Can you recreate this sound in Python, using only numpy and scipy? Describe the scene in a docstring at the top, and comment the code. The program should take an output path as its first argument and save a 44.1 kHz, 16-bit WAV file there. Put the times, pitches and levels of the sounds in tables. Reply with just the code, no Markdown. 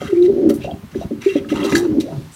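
"""A wire cage before a brick nest corner in a yard, in mono, with pigeons cooing close by.
The near bird's clear coos and tonal gulps are gliding sines, its hoarse notes and a last low hum fluttering ones;
its growl and single gulps are also soft pushes that ring the air of throat and nest corner. A second bird,
farther off, answers higher in sines. Feet and feathers rustle as noise bursts that set the wire ringing; knocks
strike its modes. Brick walls return short echoes, and the yard is flickering noise over a lumpy low rumble."""
import sys
import numpy as np
from scipy import signal
from scipy.fft import rfft, irfft
from scipy.io import wavfile

SR = 44100
rng = np.random.default_rng(int(sys.argv[2]) if len(sys.argv) > 2 else 0)


def invert_db(level):
    """Linear amplitude ratio for a level in decibels (20 dB per decade), elementwise."""
    return 10 ** (np.asarray(level, dtype=float) / 20)


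def master(y):
    """Save y as 16-bit WAV."""
    cut = np.clip(np.atleast_2d(y).T, -1, 1)
    pcm = np.round(cut * 32767)  # scale
    wavfile.write(sys.argv[1], SR, pcm.astype(np.int16))


N = 103635
T = np.arange(N) / SR   # time in s


def rms_one(x):
    """Scale a signal to rms 1."""
    return x / np.sqrt(np.mean(x ** 2) + 1e-20)


def drift(rate_hz):
    """Slow random wander of rms 1: white noise through two equal low-pass poles at rate_hz."""
    pole = np.exp(-2 * np.pi * rate_hz / SR)
    settle = 20000   # samples dropped while the filter fills
    white = rng.standard_normal(N + settle)
    return rms_one(signal.lfilter([1], [1, -2 * pole, pole * pole], white)[settle:])


def band(x, low_hz, high_hz, order=2):
    """Butterworth band-pass."""
    high_hz = min(high_hz, .45 * SR)
    return signal.sosfilt(signal.butter(order, [low_hz, high_hz], "band", fs=SR, output="sos"), x)


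def strike(start_s, level_db, centre_hz, off_db, modes):
    """Each event softly pushes all modes into decaying rings; off_db is lost one octave off its centre."""
    mode_spread_db, push_cycles = 2.0, 1.4   # chance in a mode's strength; length of a push
    chance = rng.standard_normal((len(start_s), len(modes)))
    out = np.zeros(N)
    for k, (hz, mode_db, t60_s) in enumerate(modes):
        off_centre_db = off_db * np.log2(hz / centre_hz) ** 2
        push_db = level_db + mode_db - off_centre_db + mode_spread_db * chance[:, k]
        ring = np.zeros(N)
        np.add.at(ring, (start_s * SR).astype(int), invert_db(push_db))
        turn = np.exp(2j * np.pi * hz / SR)   # rotation of the mode per sample
        decay = invert_db(-60 / (t60_s * SR))
        soften = np.exp(-2 * hz / (push_cycles * SR))
        # one ringing pole, then two quickly decaying ones that round off the onset
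        for pole, gain in ((decay, 1), (soften, 1 - soften), (soften, 1 - soften)):
            ring = signal.lfilter([gain], [1, -pole * turn], ring + 1e-18)
        out += ring.imag
    return out


def sine_notes(tables, waver_share, shimmer_db, rate_hz):
    """Sines with a faint octave follow each note's pitch and level while both waver at random."""
    edge_s, octave_db = 0.0056, -40   # fade outside each end of a note; second partial
    out, waver, shimmer = np.zeros(N), drift(rate_hz), drift(rate_hz)
    for rows in tables:
        s, hz, db = np.transpose(rows)
        pitch = np.interp(T, s, hz) * (1 + waver_share * waver)
        phase = 2 * np.pi * np.cumsum(pitch) / SR
        edge = np.clip(np.minimum(T - s[0], s[-1] - T) / edge_s + 1, 0, 1)
        level = invert_db(np.interp(T, s, db) + shimmer_db * shimmer)
        tone = np.sin(phase) + invert_db(octave_db) * np.sin(2 * phase)
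        out += np.sqrt(2) * edge * level * tone   # sqrt(2): a sine of rms 1
    return out


# voice of the near bird's clear notes: pitch waver_share, level shimmer_db, rate_hz
CLEAR_VOICE = (.01, 1.2, 40)
# clear coos and tonal gulps of the near bird, one list a note: time_s, pitch_hz, level_db
CLEAR_NOTES = [
    [(.085, 436.7, -33.5), (.11, 377, -21), (.12, 426, -30.5), (.132, 366, -5), (.148, 337.7, -22.5),
     (.185, 345.7, -10.5), (.265, 367.5, -9.5), (.28, 346, -17)],
    [(.283, 396.5, -17.5), (.3, 396, -3.5), (.318, 407, -22.5)],
    [(1.266, 375, -4), (1.29, 413, -18.5), (1.301, 397, -43), (1.312, 375, -26), (1.335, 354, -31)],
    [(1.987, 310.4, -7.5), (1.997, 270, -22)],
    [(.96, 371.8, -19), (.985, 380, -26)],
    [(1.359, 302.2, -8.5), (1.385, 278, -21.5)],
    [(1.521, 303.2, -9), (1.545, 266, -21.5)],
    [(1.651, 340, -15), (1.685, 294, -25)],
]


def clear_notes():
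    """The near bird's clear coos and tonal gulps: gliding sines with little waver."""
    return sine_notes(CLEAR_NOTES, *CLEAR_VOICE)


# voice of the fluttering notes: pitch waver_share, level shimmer_db, rate_hz
FLUTTER_VOICE = (.03, 3.0, 60)
# hoarse notes of the near bird, and last a low fluttering hum, one list each: time_s, pitch_hz, level_db
FLUTTER_NOTES = [
    [(.325, 337, -25.5), (.36, 345.8, -20), (.41, 388.6, -14), (.445, 339.3, -18), (.478, 295, -15),
     (.495, 295, -9.5)],
    [(1.745, 325, -13.5), (1.79, 342, -23), (1.84, 352, -16.5), (1.866, 363, -20.5)],
    [(1.88, 319.3, -17), (1.92, 319.8, -19.5), (1.95, 295, -19.5), (1.974, 296, -16)],
    [(2.115, 169.4, -33.5), (2.16, 142.4, -27.5), (2.195, 131.3, -22.5), (2.225, 154.5, -39),
     (2.29, 157, -45.5)],
]


def fluttering_notes():
    """Hoarse notes and a low hum that flutter: sines whose pitch and level waver fast and widely."""
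    return sine_notes(FLUTTER_NOTES, *FLUTTER_VOICE)


# air modes of throat and nest corner, also rung by the gulps: mode_hz, level_db, t60_s
HOLLOW = [(207.4, -11.5, 0.18), (229.4, -3.5, 0.13), (295, -3, 0.2), (335, -5, 0.13), (375, -3.5, 0.18),
          (395.6, -7, 0.19), (540.2, -8, 0.14), (566, -5, 0.13), (728, -8, 0.097)]
# course of the growl: time_s, level_db, centre_hz
GROWLS = [(0.238, -45, 292), (.27, -18.5, 300), (0.331, -20, 320), (.44, -13.5, 320), (.51, -19, 324),
          (.6, -40, 315), (.68, -28.5, 387), (.76, -37.5, 234), (0.793, -54, 232), (1.521, -31, 262),
          (1.568, -18.5, 226), (1.608, -20, 292), (1.644, -14.5, 327), (1.7, -36, 295), (1.76, -30.5, 270),
          (1.95, -17.5, 287), (2.06, -28, 303), (2.21, -37, 307), (2.26, -62, 280)]


def growls():
    """Throat pulses, uneven in timing and strength, ring the hollow."""
    pulses_per_s, jitter = 95, .3   # median rate; spread of the log interval
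    pulse_spread_db, off_db = 2.0, 12.5
    chance = rng.standard_normal((400, 2))
    times = np.cumsum(np.exp(jitter * chance[:, 0])) / pulses_per_s
    s, db, hz = np.transpose(GROWLS)
    on = times < s[-1]
    level_db = np.interp(times, s, db) + pulse_spread_db * chance[:, 1]
    return strike(times[on], level_db[on], np.interp(times[on], s, hz), off_db, HOLLOW)


# single gulps: start_s, level_db, centre_hz, off_db (loss one octave off the centre)
GULPS = [(.013, -20.5, 324, -0.5), (.498, -7.5, 280, 9), (0.948, -16.5, 212, 5), (1.107, -10.5, 286, 14),
         (1.355, -7, 468, 51), (1.455, -28, 327, 10), (1.521, -13, 417, 10.5), (1.72, -8, 266, 10),
         (1.738, -12.5, 330, 36)]


def gulps():
    """Each gulp is one push into the hollow."""
    return strike(*np.transpose(GULPS), HOLLOW)


# wire modes of the cage: mode_hz, level_db (for knocks), t60_s (for knocks)
WIRE = [(1280, -15, 0.088), (1680, -4, 0.018), (2023, -11.5, 0.059), (2430, -8.5, 0.045), (2742, -8, 0.14),
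        (3250, 4.5, 0.025), (3860, -9, 0.052), (4500, -2.5, 0.04), (5865, -8, 0.034), (7140, 8.5, 0.027)]
# knocks on the wire: start_s, level_db, centre_hz
KNOCKS = [(0.711, -34, 3250), (0.945, -23.5, 1680), (1.29, -21.5, 2430), (1.446, -20, 1280),
          (1.501, -12.5, 1280), (1.63, -20.5, 2570), (1.652, -24.5, 3960), (1.722, -7.5, 1950),
          (1.753, 1, 1630), (1.754, -11.5, 4580), (1.766, -9.5, 1700), (1.766, -16, 4860),
          (2.007, -26, 2100)]


def knocks():
    """Each knock rings mostly the wire modes close to its centre."""
    return strike(*np.transpose(KNOCKS), 62, WIRE)   # 62 dB lost one octave off the centre


# voice of the farther bird: pitch waver_share, level shimmer_db, rate_hz
FAR_VOICE = (.06, 3.5, 120)
# notes of the farther bird, one list a note: time_s, pitch_hz, level_db
FAR_NOTES = [
    [(.647, 564, -20.5), (.664, 560, -36.5)],
    [(.679, 723, -24.5), (.7, 732, -31.5), (.75, 686, -46)],
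    [(1.015, 659, -27), (1.055, 684, -51.5)],
    [(2.058, 533.6, -33), (2.09, 636, -30.5), (2.14, 670, -37)],
]


def far_notes():
    """The farther bird's higher notes: sines that waver faster than the near bird's."""
    return sine_notes(FAR_NOTES, *FAR_VOICE)


# rustles of feet and feathers: start_s, length_s, level_db, centre_hz, width_octaves
RUSTLES = [(0, 0.077, -41.5, 1400, 1.5), (0.095, 0.081, -48.5, 1880, 1.1), (0.222, 0.036, -45.5, 3520, 1),
           (0.49, 0.0076, -34, 4070, 10), (0.537, 0.026, -42, 10500, 0.84), (0.601, 0.057, -46, 2770, 0.72),
           (0.908, 0.13, -52.5, 3580, 1.6), (1.205, 0.18, -41, 2210, 0.71), (1.487, .04, -39, 2570, 1.1),
           (1.526, 0.212, -34.5, 895, 0.88), (1.637, 0.022, -35, 3600, 1.3),
           (1.694, 0.035, -37.5, 3430, 0.8), (1.748, 0.035, -30, 5200, 1.3),
           (2.001, 0.0095, -36, 4500, 1.8), (1.759, 0.094, -37, 800, 0.26), (2.098, 0.057, -45.5, 870, 0.2),
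           (2.317, .03, -46.5, 8060, 0.16)]


def rustles():
    """Grainy band-passed noise bursts that rise, hold and die."""
    rise_share, t60_s = 0.081, .09   # share of the length spent rising; decay after it
    grain_db = 2 * (drift(290) + drift(27))
    grainy = rng.standard_normal(N) * invert_db(grain_db)
    out = np.zeros(N)
    for s, length, db, hz, octaves in RUSTLES:
        i = slice(int(s * SR), int((s + length + t60_s) * SR))
        t = T[i] - s
        rise = np.minimum(t / (rise_share * length), 1)
        decay = invert_db(-60 * np.maximum(t - length, 0) / t60_s)
        half = 2 ** (octaves / 2)
        noise = rms_one(band(grainy[i], hz / half, hz * half, order=1))
        out[i] += invert_db(db) * rise * decay * noise
    return out


def wire_ring(x):
    """Rustling excites the wire modes as broad resonances; the ringing wanders from mode to mode."""
    width_hz, level_db, wander_db = 119, 5.5, 5.0
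    pole = np.exp(-np.pi * width_hz / SR)
    rise = np.array([1, 0, -1]) * (1 - pole * pole) / 2
    out = np.zeros(N)
    for k, (hz, _, _) in enumerate(WIRE):
        ring = [1, -2 * pole * np.cos(2 * np.pi * hz / SR), pole * pole]
        out += (-1) ** k * signal.lfilter(rise, ring, x) * invert_db(wander_db * drift(16))
    return invert_db(level_db) * out


def walls(x):
    """Echoes off near brick walls: eight feedback delays of alternating sign, without the direct sound."""
    t60_s, level_db = 0.27, -20
    z = np.exp(-2j * np.pi * np.arange(N + 1) / (2 * N))   # one sample of delay at each frequency
    delays = (np.geomspace(.009, .03, num=8) * SR).astype(int)
    echo = 0
    for k, delay in enumerate(delays):
        feedback = invert_db(-60 * delay / SR / t60_s)
        echo = echo + (-1) ** k * (1 / (1 - feedback * z ** delay) - 1)
    return invert_db(level_db) * irfft(rfft(x, 2 * N) * echo)[:N]


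# colour of the yard's noise: band_hz, level_db (relative, per Hz)
YARD = [(30, -12), (70, -24.5), (250, -21), (550, -23), (900, -15), (3400, -22), (9000, -30.5),
        (16000, -33.5)]
# level of the low rumble: time_s, level_db
RUMBLE = [(0, -31.5), (.75, -34.5), (.85, -46), (1.0, -30), (1.3, -36.5), (1.58, -30), (1.8, -26),
          (2.05, -30.5), (2.35, -42.5)]


def yard():
    """Half-octave bands of noise, each flickering in level, over a lumpy low rumble."""
    level_db, flicker_db, lumpy_db = -49, 1.5, 5.5
    edges = 25 * 2 ** np.arange(0, 9.6, .5)
    white = rng.standard_normal((2, N))   # neighbouring bands use different noise
    hz, db = np.transpose(YARD)
    air = np.zeros(N)
    for k, (low, high) in enumerate(zip(edges, edges[1:])):
        band_db = np.interp(np.log(low * high) / 2, np.log(hz), db)
        air += invert_db(band_db + flicker_db * drift(2.7)) * band(white[k % 2], low, high)
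    low_noise = band(rng.standard_normal(N), 64, 221.4)
    rumble = rms_one(low_noise * invert_db(lumpy_db * drift(19.0)))
    return invert_db(level_db) * rms_one(air) + invert_db(np.interp(T, *np.transpose(RUMBLE))) * rumble


def scene():
    """Birds and cage with their wall echoes, over the yard."""
    birds = clear_notes() + fluttering_notes() + growls() + gulps() + far_notes()
    feet = rustles()
    near = birds + knocks() + feet + wire_ring(feet)
    return (near + walls(near) + yard())[None]


def roll_off(x):
    """The treble ends steeply here."""
    return signal.sosfilt(signal.butter(12, 15800, fs=SR, output="sos"), x)


def record(dry):
    """The microphone signal loses its bass below 45 Hz."""
    bass_cut = signal.butter(3, 45, "high", fs=SR, output="sos")
    mix = signal.sosfilt(bass_cut, dry)
    return roll_off(mix)


dry = scene()
out = record(dry)
master(out)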